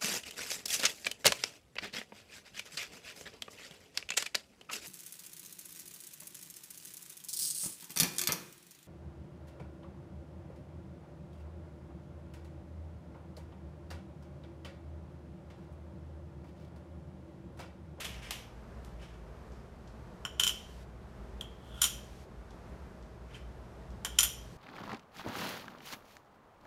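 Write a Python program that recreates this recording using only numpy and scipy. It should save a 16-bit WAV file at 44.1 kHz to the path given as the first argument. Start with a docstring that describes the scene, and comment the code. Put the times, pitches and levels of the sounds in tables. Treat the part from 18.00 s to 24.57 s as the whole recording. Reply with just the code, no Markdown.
"""Three coins clink and rattle, one by one, onto the plastic dish of a toy bank on a tiled floor.
Each touches the dish with its edge, then tips over and bounces ever faster to rest; the second and third
slide a little first. Every hit is a short crack that makes the coin, the dish and the hollow toy ring.
Plastic clicks and soft rustles come before and between; the room echoes briefly over a low hum."""
import sys
import numpy as np
from scipy import signal
from scipy.fft import rfft, irfft, next_fast_len
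from scipy.io import wavfile
from scipy.ndimage import uniform_filter1d, map_coordinates

SR = 44100
rng = np.random.default_rng(int(sys.argv[2]) if len(sys.argv) > 2 else 0)


def generate_wav(sig):
    """Save sig (samples, or channels by samples) to the path in sys.argv[1] as 16-bit PCM at SR."""
    pcm = np.round(np.clip(np.atleast_2d(sig).T, -1, 1) * 32767).astype(np.int16)
    wavfile.write(sys.argv[1], SR, pcm)


N = 289737
LEAD_S = .004  # a snap fades in for this long before its peak


def amp(db):
    """Turn decibels into a factor to multiply a sound by."""
    return 10 ** (np.asarray(db) / 20)


def unit(x):
    """Scale a signal to an average size (rms) of 1."""
    return x / np.sqrt(np.mean(x ** 2) + 1e-20)


def along(points, hz):
    """Read a curve through (frequency, value) points, with octaves evenly spaced."""
    freqs, values = np.transpose(points)
    return np.interp(np.log(hz + 1), np.log(freqs + 1), values)


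def bell(hz, centre_hz, fall_db):
    """A hump in dB that is fall_db lower one octave from its centre."""
    return -fall_db * np.log2((hz + 1) / centre_hz) ** 2


def filtered(x, response):
    """Multiply each frequency in x by response(hz)."""
    size = next_fast_len(len(x) + 8192)
    return irfft(rfft(x, size) * response(np.fft.rfftfreq(size, 1 / SR)), size)[:len(x)]


def noise(spectrum):
    """Steady noise with the tone colour of the given (frequency, level) points."""
    return unit(filtered(rng.standard_normal(N), lambda hz: amp(along(spectrum, hz))))


def wobble(rate):
    """A smooth curve through `rate` random values a second."""
    values = rng.standard_normal(int(N * rate / SR) + 4)
    return unit(map_coordinates(values, [np.arange(N) * rate / SR]))


def swells(strokes, range_db=20):
    """Loudness over time: each stroke climbs range_db in its rise time and sinks as much in its fall."""
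    t = np.arange(N) / SR
    power = sum(amp(db - range_db * np.maximum((peak_s - t) / rise, (t - peak_s) / fall)) ** 2
                for peak_s, db, rise, fall in strokes)
    return np.sqrt(power)


def add(track, start_s, sound):
    """Mix a sound into the track at the given time."""
    part = track[max(round(start_s * SR), 0):][:len(sound)]
    part += sound[:len(part)]


def snap(spectrum_db, fade_s):
    """A short burst of noise with a set tone colour; a fade time is the time to drop by 60 dB."""
    t = np.arange(SR // 8) / SR - LEAD_S
    burst = rng.standard_normal(len(t)) * amp(-60 * abs(t) / fade_s) * (t >= 0)
    hz = np.fft.rfftfreq(len(t), 1 / SR)
    phases = np.exp(1j * np.angle(rfft(burst)))  # keep the burst's timing but not its colour
    wave = irfft(amp(spectrum_db(hz)) * phases, len(t))
    window = np.interp(t, [-LEAD_S, 0, t[-1]], [0, 1, 0]) ** 2
    return unit(wave * window) * np.std(burst)


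def ring(tones, t, scatter_db, detune, scale=1):
    """A struck object's fading tones; where the coin lands shifts their level and pitch a little."""
    hz, db, fade_s = np.transpose(tones)[:, :, None]
    level_shift, pitch_shift = rng.standard_normal((2, len(tones), 1))
    side = (-1) ** np.arange(len(tones))[:, None]  # neighbouring tones swing in opposite directions
    waves = side * np.sin(2 * np.pi * scale * hz * (1 + detune * pitch_shift) * t)
    return np.sum(amp(db + scatter_db * level_shift - 60 * t / fade_s) * waves, axis=0)


def in_room(x, early_db, tail_db, early_fade_s=0.11, build_s=0.00221):
    """The direct sound, quick echoes from floor and furniture, and the room's longer tail."""
    # how long the room echoes: (frequency [Hz], fade time [s])
    room_fades = [(300, 0.42), (1200, 0.32), (2400, 0.53), (3100, 0.47), (4400, 0.41), (5900, .5),
                  (7200, 0.35), (9600, 0.34), (15000, 0.36)]
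    hz, times, spectra = signal.stft(rng.standard_normal(SR * 2 // 3), SR, nperseg=256)
    fading = amp(-60 * times / along(room_fades, hz)[:, None])
    tail = signal.istft(spectra * fading, SR, nperseg=256)[1]
    tail *= 1 - np.exp(-(np.arange(len(tail)) / SR / build_s) ** 2)
    early = snap(np.zeros_like, early_fade_s)
    echoes = amp(tail_db) * tail / np.linalg.norm(tail)
    add(echoes, 0, amp(early_db) * early / np.linalg.norm(early))
    echoes[0] = 1  # the direct sound
    return signal.fftconvolve(x, echoes)


def background(air_db=-49.0):
    """A wavering hum in the low rush of the room's air."""
    # the hum's tones: (frequency [Hz], level [dB], pitch waver [Hz])
    hum_tones = [(57.6, -55.5, 2.62), (119, -61, 3.96), (177.5, -66.5, 4), (634, -70.5, 2.05)]
    # tone colour of the air: (frequency [Hz], relative level [dB])
    air_colour = [(20, -31.5), (40, -11.5), (60, 4.5), (88, -11.5), (125, -9), (220, -10.5), (280, -19.5),
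                  (360, -14), (620, -19), (1200, -24.5), (2600, -32.5), (5300, -35.5), (13500, -46.5),
                  (16000, -57)]
    hum = np.zeros(N)
    for hz, db, waver_hz in hum_tones:
        cycles = np.cumsum(hz + waver_hz * wobble(16)) / SR
        hum += amp(db + 2.4 * wobble(11)) * unit(np.sin(2 * np.pi * cycles))
    return hum + amp(air_db + 0.77 * wobble(4)) * noise(air_colour)


def slides_and_rustles(roughness_db=3):
    """A coin's edge scrapes over the dish in tiny slips; handling adds duller rubbing."""
    # coin slides and soft rubs, both: (peak time [s], relative level [dB], rise [s], fall [s])
    slides = [(3.685, -60.5, .15, 0.097), (3.785, -52, 0.13, 0.11), (6.155, -55.5, 0.037, 0.037)]
    rubs = [(.004, -39.5, 0.045, 0.088), (.054, -44, 0.017, 0.095), (.125, -52, .04, 0.22),
            (.238, -45.5, 0.046, 0.21), (.31, -42, 0.031, 0.0474), (1.018, -50, .03, 0.15),
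            (5.35, -51, 0.099, 0.067)]
    # their tone colours, both: (frequency [Hz], relative level [dB])
    slide_colour = [(900, -29), (1400, -7.5), (2300, -26), (3000, -4.5), (3350, 3.5), (3900, -15.5),
                    (7000, -17.5), (12000, -19.5), (16000, -38)]
    rub_colour = [(600, -18), (1200, -6.5), (1700, -5), (2400, 1), (3100, 2), (4100, -7.5), (5300, -6),
                  (7000, -10.5), (9700, -14), (14000, -25.5)]
    slide = swells(slides) * unit(noise(slide_colour) * amp(roughness_db * wobble(230)))
    rustle = swells(rubs) * unit(noise(rub_colour) * amp(roughness_db * wobble(150)))
    return in_room(amp(4) * slide + amp(-0.2) * rustle, early_db=-3.5, tail_db=-5.0)[:N]


def plastic_clicks(soft_db=-36, narrowing=1.5):
    """Plastic parts snap with almost no ring of their own; smaller parts sound higher."""
    # the clicks: (time [s], relative level [dB], fade time [s], centre frequency [Hz])
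    clicks = [(.001, -29, 0.16, 5100), (.046, -25.5, .09, 5500), (0.23, -37, .008, 6500),
              (0.3082, -13, 0.0083, 7560), (0.3105, -15.5, 0.0074, 3020), (.8478, -37, .015, 6400),
              (1.519, -49, 0.046, 5370), (1.875, -46, 0.044, 5100), (4.507, -43, 0.021, 5300),
              (5.0254, -48, 0.036, 5270), (5.904, -47, 0.022, 5250)]
    # tone colour of the plastic: (frequency [Hz], relative level [dB])
    plastic_colour = [(240, -12), (400, -2), (1030, -7), (1270, -9), (1400, -17), (1630, -10), (3310, 0),
                      (4050, -5.5), (7510, -7), (8240, -8.5), (13500, -9), (16000, -42)]
    track = np.zeros(N)
    for time_s, db, fade_s, centre_hz in clicks:
        fall_db = 1 + narrowing * max(soft_db - db, 0)  # soft clicks cover fewer frequencies
        click = snap(lambda hz: along(plastic_colour, hz) + bell(hz, centre_hz, fall_db), fade_s)
        add(track, time_s - LEAD_S, in_room(amp(db - 6.5) * click, early_db=-10.5, tail_db=-1.5))
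    return track


def bounces(landings=4, loss_power=1.7, dulling_db=0.5, rim_lead_s=.002, rim_db=-9, harder_db=6):
    """List the hits of each coin as it tips over: the hops get shorter and the landings weaker."""
    # the first coin falls on plastic, the others on metal: (time [s], relative level [dB], first hop [s],
    # next hop over last [ratio], landing loss [dB], tap time [share of a hop], tap level [dB],
    # tap loss per hop [dB], metal ring [dB], ring centre on first landing [Hz], ring centre later [Hz],
    # crack [dB], hollow knock [dB], dish pitch [Hz])
    drops = [(2.398, -11.5, .0378, 0.84, 1.5, 0.33, -31.5, -6, -10.5, 6300, 6160, -5.5, -14, 3106),
             (3.8183, -16, .0226, .6, 2.9, .58, -28, 8, 1, 8550, 8000, 2.5, -8.5, 3133),
             (6.1884, -12, .0434, 0.34, 5.5, .42, -23.5, 4.5, 1.5, 6700, 11100, 0, -9, 3152)]
    for (time_s, db, hop_s, shrink, loss_db, tap_share, tap_db, tap_loss_db,
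         metal_db, first_hz, later_hz, crack_db, *toy) in drops:
        for k in range(landings):
            hit_db = db - loss_db * k ** loss_power
            ring_db = metal_db - dulling_db * k
            centre_hz = later_hz if k else first_hz
            # the rim lands just before the face
            yield (time_s - rim_lead_s, hit_db + rim_db, ring_db, centre_hz, crack_db, *toy)
            yield (time_s, hit_db, ring_db, centre_hz, crack_db, *toy)
            if k < landings - 1:  # the far edge taps in between and sounds harder than the face
                yield (time_s + tap_share * hop_s, tap_db - tap_loss_db * k,
                       ring_db + harder_db, centre_hz, crack_db + harder_db, *toy)
            time_s += hop_s
            hop_s *= shrink


def coins(crack_fade_s=0.0088, rise_s=0.000363):
    """Every hit is a crack that rings the dish, the toy and the coin; metal on metal rings brighter."""
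    # tones of the dish's rim: (frequency over dish pitch [ratio], relative level [dB], fade time [s])
    dish_tones = [(1.007, -0.5, .014), (0.85, -16, 0.0077), (.99, -21.5, .16), (1, -13, .007)]
    # tones of the hollow toy and of the coin, which the plastic muffles, both:
    # (frequency [Hz], relative level [dB], fade time [s])
    toy_tones = [(1105, -7, 0.012), (1430, -9, 0.027), (1825, -5.5, 0.0079)]
    coin_tones = [(5370, -3, 0.01), (5880, -10, 0.037), (7060, -2, 0.02), (8900, -12, 0.041),
                  (9400, -11.5, 0.038), (9890, -7, 0.025), (11350, -3.5, 0.011), (12450, -5.5, 0.017),
                  (14200, -10, 0.0083)]
    # tone colour of the crack: (frequency [Hz], relative level [dB])
    crack_colour = [(300, -44.5), (700, -6), (1300, -9.5), (2100, -2.5), (3300, 6.5), (4500, -2), (6500, 3),
                    (10000, -3), (13700, -1), (14300, -10), (16000, -13)]
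    # single touches of the dish: (time [s], relative level [dB], metal ring [dB], ring centre [Hz],
    # crack [dB], hollow knock [dB], dish pitch [Hz])
    touches = [(.053, -25, -12, 7000, -17, -20, 3030), (2.251, -17.5, -8.5, 6000, -8, -9, 3050),
               (3.4105, -20, -16.5, 8000, -11, -23, 3220), (5.345, -33, -24, 6000, -20, -24, 3090),
               (6.0488, -17.5, -2.5, 7260, 2, -10, 3155)]
    track, t = np.zeros(N), np.arange(SR // 8) / SR
    attack = 1 - np.exp(-t / rise_s)
    for time_s, db, metal_db, centre_hz, crack_db, knock_db, pitch_hz in [*touches, *bounces()]:
        dish = ring(dish_tones, t, scatter_db=.5, detune=.008, scale=pitch_hz)
        knock = amp(knock_db) * ring(toy_tones, t, scatter_db=1, detune=.012)
        # the spot that is hit favours some of the coin's tones
        favoured = [(hz, level + bell(hz, centre_hz, fall_db=16), fade) for hz, level, fade in coin_tones]
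        metal = amp(metal_db) * ring(favoured, t, scatter_db=1.1, detune=0.012)
        clack = amp(crack_db - 5.5) * snap(lambda hz: along(crack_colour, hz), crack_fade_s)
        add(clack, LEAD_S, knock * attack)
        gain = amp(db + 1.5)
        # the ring is aimed at the microphone; crack and knock spread into the room
        add(track, time_s, gain * in_room((dish + metal) * attack, early_db=-8.5, tail_db=-9))
        add(track, time_s - LEAD_S, gain * in_room(clack, early_db=-1.5, tail_db=-6.5))
    return track


def hiss_reducer(x, threshold_db=-29, depth_db=-8, hold_s=0.392, split_hz=2200):
    """Turn the treble down unless it has just been loud."""
    treble = filtered(x, lambda hz: hz ** 4 / (hz ** 4 + split_hz ** 4))
    loud = uniform_filter1d(treble ** 2, size=SR // 40) > amp(threshold_db) ** 2
    recently_loud = signal.fftconvolve(loud * 1., np.ones(round(hold_s * SR)))[:N] > .5
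    opening = uniform_filter1d(recently_loud * 1., size=SR // 50)
    return x - treble * (1 - amp(depth_db * (1 - opening)))


def scene():
    """All the sounds together in one channel."""
    return (coins() + plastic_clicks() + slides_and_rustles() + background())[None]


def record(dry, top_hz=15900):
    """The phone holds down the hiss, dulls the highest treble and keeps nothing above top_hz."""
    # the microphone's treble loss: (frequency [Hz], level [dB])
    microphone = [(13600, 0), (14300, -4), (15900, -4.5)]
    quiet = hiss_reducer(dry[0])
    return filtered(quiet, lambda hz: amp(along(microphone, hz)) * (hz < top_hz))[None]


dry = scene()
out = record(dry)
generate_wav(out)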